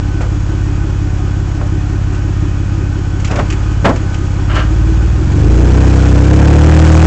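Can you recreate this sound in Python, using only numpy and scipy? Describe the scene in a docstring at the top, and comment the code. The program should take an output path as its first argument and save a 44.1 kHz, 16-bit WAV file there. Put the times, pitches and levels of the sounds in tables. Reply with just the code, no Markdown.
"""Under a vehicle, beside the drive shaft: a six-cylinder engine idles.
Its firings boom in the exhaust pipe and shake the floor panels; valve gear, belts and fan clatter.
Linkages click, the driveline clunks into gear, and friction faces rasp as it takes up load.
Then the engine revs, combustion turns harsh and the boom overloads the small microphone."""
import sys
import numpy as np
from scipy import signal
from scipy.fft import rfft, irfft, next_fast_len
from scipy.io import wavfile
from scipy.ndimage import uniform_filter1d

SR = 44100
rng = np.random.default_rng(int(sys.argv[2]) if len(sys.argv) > 2 else 0)


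def unload_audio(sound):
    """Save the sound as a 16-bit wav file, at the path given as the first command line argument."""
    columns = np.transpose(np.atleast_2d(sound))
    # keep every value between -1 and 1, then stretch to whole-number steps
    steps = np.round(np.clip(columns, -1, 1) * 32767)
    wavfile.write(sys.argv[1], SR, steps.astype(np.int16))


N = 311346
TIME_S = np.arange(N) / SR
IDLE_HZ, BEATS_PER_CYCLE = 17, 3   # beat: one firing from each half of the engine
CUTOFF_HZ = 8839


def exhaust(beat_hz, beats, revs, load, third_lag_turns=0.024, odd_lag_turns=0.32, flutter_db=1.0):
    """Two firings a beat give even orders, unequal halves lagging odd ones; low ones boom in the pipe."""
    # order, idle_db, per_doubling_db, load_db
    boom_orders = [(2, -20, 14, 1.5), (3, -17.5, 3.5, 3), (4, -21, 8.5, 3)]
    # pipe resonance curve: freq_hz, gain_db
    pipe_response = [(34, -22.5), (44, -5), (49, -8), (52, 0.5), (56, 4.5), (66, -0.5), (78, 0), (88, -1.5),
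                     (103, 3.5), (125, -0.5), (160, 0.5)]
    # order, relative_db
    higher_orders = [(5, -3.5), (6, -0.5), (7, -18), (8, -8.5), (9, -11), (10, -17.5), (11, -17.5),
                     (12, -21.5), (13, -22), (14, -21), (15, -38.5), (16, -30.5)]
    doublings = np.log2(beat_hz / IDLE_HZ)
    out = 0
    for order, idle_db, per_doubling_db, load_db in boom_orders:
        drive = from_db(idle_db + per_doubling_db * doublings + load_db * load)
        tone = np.cos(2 * np.pi * (order * beats - third_lag_turns * (order % 2)))
        out += drive * gain_at(pipe_response, order * beat_hz) * tone
    higher_db = -18 + doublings + 1.5 * load
    for order, relative_db in higher_orders:
        uneven_db = 0.1172 * order * drift(6)   # high orders waver most
        tilt_db = -2 * revs * (order - higher_orders[0][0])   # pulse shape changes with speed
        tone = np.cos(2 * np.pi * (order * beats - odd_lag_turns * (order % 2)))
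        out += from_db(higher_db + relative_db + uneven_db + tilt_db) * tone
    return np.sqrt(2) * out * from_db(flutter_db * drift(40))


def floor_hum(beat_hz, beats, load, width_hz=44, waver_db=0.3, lag_turns=0.36, unloaded_db=-4):
    """Each engine order swells as it sweeps through a floor resonance."""
    # order, level_db, resonance_hz
    hum_orders = [(7, -24.5, 212), (8, -15, 318), (9, -12, 319), (11, -15.5, 322), (17, -26, 316.7)]
    out = 0
    for order, level_db, resonance_hz in hum_orders:
        response = 1 / (1 + ((order * beat_hz - resonance_hz) / width_hz) ** 2) ** 2
        tone = np.cos(2 * np.pi * (order * beats - lag_turns))
        out += from_db(level_db - waver_db * drift(5.4)) * response * tone
    return np.sqrt(2) * out * from_db(unloaded_db * (1 - load))


def panel_drone(beat_hz, beats, pull, idle_db=-31.5, per_doubling_db=9, throttle_db=4, throb=0.2):
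    """Firings shake the floor panels in bursts, strongest once a four-stroke cycle."""
    # freq_hz, width_hz, level_db
    panel_modes = [(179, 40, -3.5), (295, 18.3, -1), (318.8, 32.4, 1.5), (366.2, 22, -4.5)]
    bursts = np.exp(throb * (np.cos(2 * np.pi * beats / BEATS_PER_CYCLE) + np.cos(4 * np.pi * beats)))
    gain_db = idle_db + per_doubling_db * np.log2(beat_hz / IDLE_HZ) + throttle_db * pull
    return from_db(gain_db) * resonate(bursts * vibration(beats, fresh_db=9), panel_modes)


def combustion(beat_hz, beats, revs, strain, noise_db, per_doubling_db=12.5, strain_db=5):
    """Above idle, each firing adds a harsh burst of mid-range noise."""
    # freq_hz, density_db
    burst_spectrum = [(400, 9.5), (520, -2), (760, 5.5), (1100, -8.5), (1550, 0.5), (2100, -9.5),
                      (2700, -13.5), (3800, -29), (8000, -19)]
    gain_db = noise_db - 4 + strain_db * strain + per_doubling_db * np.log2(beat_hz / (2 * IDLE_HZ))
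    firing_db = 3 * np.sin(4 * np.pi * beats)
    return revs * from_db(gain_db + firing_db) * coloured(burst_spectrum, vibration(beats, fresh_db=6))


def driveline_knocks(split_hz=350, low_stretch=1.7, ring_db=-6, ring_t60_s=0.24):
    """Slack closes and dense chassis modes ring, the lows longer; one leading mode stands out."""
    # start_s, level_db, rise_s, high_t60_s, lowpass_hz, ring_hz
    impacts = [(0.207, -22.5, 0.0015, 0.25, 3030, 502), (1.61, -19.5, 0.0034, 0.072, 1090, 590),
               (3.295, -18.5, 0.017, 0.33, 2020, 186), (3.352, -23.5, 0.018, 0.18, 3070, 204),
               (3.381, -11, 0.016, 0.081, 1110, 191), (3.843, -11.5, 0.0019, 0.087, 1510, 497),
               (3.845, -3.5, 0.012, 0.14, 2070, 670), (3.892, -4.5, 0.0029, 0.17, 340, 261),
               (4.485, -28, 0.058, 0.23, 3020, 1000)]
    # freq_hz, density_db
    chassis_spectrum = [(30, -16.5), (100, 3.5), (190, -0.5), (350, -6.5), (520, 0.5), (850, -3),
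                        (1400, -4), (2100, -10), (3200, -16.5), (4500, -20.5), (8000, -21)]
    chassis = coloured(chassis_spectrum)
    low = butterworth(chassis, 2, split_hz)
    high = butterworth(chassis, 2, split_hz, "high")
    out = 0
    for start_s, level_db, rise_s, high_t60_s, lowpass_hz, ring_hz in impacts:
        hit = high * envelope(start_s, rise_s, high_t60_s)
        hit -= low * envelope(start_s, rise_s, high_t60_s * low_stretch)   # bands are in antiphase
        ring = np.sin(2 * np.pi * ring_hz * (TIME_S - start_s))
        hit += from_db(ring_db) * envelope(start_s, rise_s, ring_t60_s) * ring
        out += from_db(level_db) * butterworth(hit, 1, lowpass_hz)
    return out


def friction_rasp(grain_db=1.5, hiss_db=-3):
    """Friction faces brush, then bite, slipping unevenly and squeaking."""
    # start_s, level_db, rise_s, t60_s
    slips = [(4.485, -21.5, 0.028, .45), (4.544, -14.5, 0.033, 0.22)]
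    # freq_hz, density_db
    hiss_spectrum = [(400, -6), (650, -1.5), (850, -10), (1100, 0), (1350, -2), (1600, -1), (1950, -7),
                     (2400, -10), (3000, -9), (3700, -19.5), (5000, -21.5), (8000, -33)]
    # freq_hz, width_hz, level_db
    squeak_modes = [(641.5, 33, -13.5), (1166, 27, -8.5), (1342, 30, -6.5), (1600, 26, -7.5),
                    (2924, 410, -11.5)]
    slip = sum(from_db(db) * envelope(start_s, rise_s, t60_s) for start_s, db, rise_s, t60_s in slips)
    grain = from_db(grain_db * drift(90))
    hiss = from_db(hiss_db) * coloured(hiss_spectrum)
    squeak = resonate(rng.standard_normal(N), squeak_modes)
    return slip * grain * (hiss + squeak)


def linkage_clicks(rise_s=0.0029, t60_s=0.076):
    """Metal linkages make short, bright contacts."""
    # start_s, level_db
    contacts = [(0.213, -30.5), (2.146, -31), (3.197, -31.5), (3.245, -20), (3.273, -29), (3.31, -24.5),
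                (3.356, -24), (3.39, -28.5), (3.5, -20.5), (3.523, -25.5), (3.89, -26.5), (3.958, -27),
                (4.141, -27.5), (4.551, -24)]
    # freq_hz, density_db
    click_spectrum = [(500, -27), (1200, 3), (1900, 1.5), (2700, 5.5), (3700, -6), (4700, -4.5),
                      (6000, -3.5), (7300, -1.5), (8500, -17.5)]
    bursts = sum(from_db(db) * envelope(start_s, rise_s, t60_s) for start_s, db in contacts)
    return bursts * coloured(click_spectrum)


def machinery(beats, revs, noise_db, firing_db=0.4, flicker_db=0.58):
    """Valve gear, belt and fan noise pulses with the firings; the castings' ring grows less with speed."""
    # freq_hz, density_db
    hiss_spectrum = [(250, -29.5), (420, -2.5), (611, -0.5), (642, -7), (707, -2.5), (1120, -3.5),
                     (1220, -7.5), (1430, -2.5), (1540, -12), (1590, -5), (2030, -12.5), (2380, -9.5),
                     (3670, -18), (6730, -17), (7600, -18), (9880, -41.5), (16700, -120)]
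    # freq_hz, width_hz, relative_db
    casting_modes = [(743, 2.8, -49.5), (814, 22, -48.5), (1244, 16, -46.5), (1511, 32, -43.5),
                     (1843, 16, -53), (1970, 17, -61), (2390, 20, -65), (2516, 14, -55), (2900, 28, -63),
                     (3043, 24, -55), (3374, 43, -56), (5060, 42, -67), (5970, 25, -67.5),
                     (6697, 24, -55.5)]
    pulse = from_db(firing_db * np.cos(4 * np.pi * beats) + flicker_db * drift(24))
    ring = from_db(32 - 5 * revs) * resonate(pulse * rng.standard_normal(N), casting_modes)
    hiss = from_db(-2.5) * pulse * coloured(hiss_spectrum)
    return from_db(noise_db) * (hiss + ring)


def vibration(beats, fresh_db, harmonics=300, size=8192):
    """Shaking that repeats each engine cycle, plus fresh noise."""
    cycle = unit_rms(irfft(np.exp(2j * np.pi * rng.random(harmonics)), size))
    repeating = np.interp(beats / BEATS_PER_CYCLE, np.arange(size) / size, cycle, period=1)
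    return unit_rms(repeating + from_db(fresh_db) * rng.standard_normal(N))


def throttle(beat_hz, smooth_s=0.26):
    """Engine pull, 0 to 1, following the acceleration."""
    acceleration = uniform_filter1d(np.maximum(np.gradient(beat_hz), 0), int(smooth_s * SR))
    return acceleration / acceleration.max()


def from_db(db):
    """Decibels to gain."""
    return 10 ** (np.asarray(db) / 20)


def unit_rms(x):
    """Scale to unit power."""
    return x / np.sqrt(np.mean(x ** 2) + 1e-20)


def gain_at(spectrum, hz):
    """Gain of a dB curve, interpolated over log frequency."""
    points_hz, points_db = np.transpose(spectrum)
    return from_db(np.interp(np.log(hz), np.log(points_hz), points_db))


def drift(rate_hz, hop=40, settle=2000):
    """Smooth random wander of unit RMS."""
    pole = np.exp(-2 * np.pi * rate_hz * hop / SR)
    noise = rng.standard_normal(N // hop + settle + 2)
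    slow = signal.lfilter([1], [1, -2 * pole, pole * pole], noise)[settle:]
    return np.interp(np.arange(N) / hop, np.arange(len(slow)), unit_rms(slow))


def coloured(spectrum, source=None):
    """White noise or source shaped to a spectrum, rolled off below its first point; unit RMS."""
    size = next_fast_len(N)
    if source is None:
        source = rng.standard_normal(size)
    hz = np.maximum(np.arange(size // 2 + 1) * SR / size, 1)
    gain = gain_at(spectrum, hz) * np.minimum(hz / spectrum[0][0], 1) ** 2 * (hz < CUTOFF_HZ)
    return unit_rms(irfft(rfft(source, size) * gain, size)[:N])


def resonate(x, modes):
    """Parallel modes, each two resonators in series, set to its own level."""
    out = 0
    for freq_hz, width_hz, level_db in modes:
        radius = np.exp(-np.pi * width_hz / SR)
        section = [1, 0, -1, 1, -2 * radius * np.cos(2 * np.pi * freq_hz / SR), radius * radius]
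        out += from_db(level_db) * unit_rms(signal.sosfilt([section, section], x))
    return out


def envelope(start_s, rise_s, t60_s):
    """Linear rise, exponential decay."""
    age_s = TIME_S - start_s
    return np.clip(age_s / rise_s, 0, 1) * from_db(-60 * np.clip((age_s - rise_s) / t60_s, 0, 2))


def butterworth(x, order, corner_hz, kind="low"):
    """Low- or high-pass filter."""
    return signal.sosfilt(signal.butter(order, corner_hz, kind, fs=SR, output="sos"), x)


def soft_clip(x, ceiling):
    """Clip with a tight, rounded knee."""
    return x / (1 + (x / ceiling) ** 16) ** (1 / 16)


def scene(gear_s=3.03, gear_rise_s=0.33, load_s=4.12, load_rise_s=0.54):
    """The beat times the engine's parts; speed, throttle and load set their levels."""
    # engine speed: time_s, beat_hz
    speed_curve = [(0.0, 17.1), (0.33, 17.3), (1.55, 16.9), (1.79, 17.1), (2.42, 17.1), (2.52, 16.9),
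                   (3.28, 16.9), (3.72, 17.7), (4.21, 16.4), (4.86, 18.7), (5.09, 19.2), (5.27, 21.9),
                   (5.5, 27.8), (5.64, 30.2), (5.8, 32.0), (6.19, 32.1), (6.68, 38.7), (7.06, 40.1)]
    beat_hz = np.interp(TIME_S, *np.transpose(speed_curve))
    beats = np.cumsum(beat_hz) / SR
    pull = throttle(beat_hz)
    revs = np.clip(beat_hz / IDLE_HZ - 1, 0, 1)   # 0 at idle, 1 from twice idle
    strain = pull * revs ** 2
    in_gear = np.clip((TIME_S - gear_s) / gear_rise_s, 0, 1)
    load = np.clip((TIME_S - load_s) / load_rise_s, 0, 1)
    noise_db = -31.5 + 0.5816 * (beat_hz - IDLE_HZ) - pull + 1.5 * in_gear   # turning gears add noise
    boom = exhaust(beat_hz, beats, revs, load) + floor_hum(beat_hz, beats, load)
    boom *= from_db(1.5 * strain)
    drone = panel_drone(beat_hz, beats, pull)
    clatter = machinery(beats, revs, noise_db) + combustion(beat_hz, beats, revs, strain, noise_db)
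    return (boom + drone + clatter + driveline_knocks() + linkage_clicks() + friction_rasp())[None]


def record(dry, bias=0.044, input_ceiling=0.89, edge_hz=8000, output_ceiling=0.74):
    """The biased input stage flattens peaks, the output stage trims overshoot; the top is cut."""
    overloaded = butterworth(soft_clip(dry + bias, input_ceiling), 10, edge_hz)
    top_cut = signal.ellip(10, 0.1, 70, CUTOFF_HZ, fs=SR, output="sos")
    return signal.sosfilt(top_cut, soft_clip(overloaded, output_ceiling))


dry = scene()
out = record(dry)
unload_audio(out)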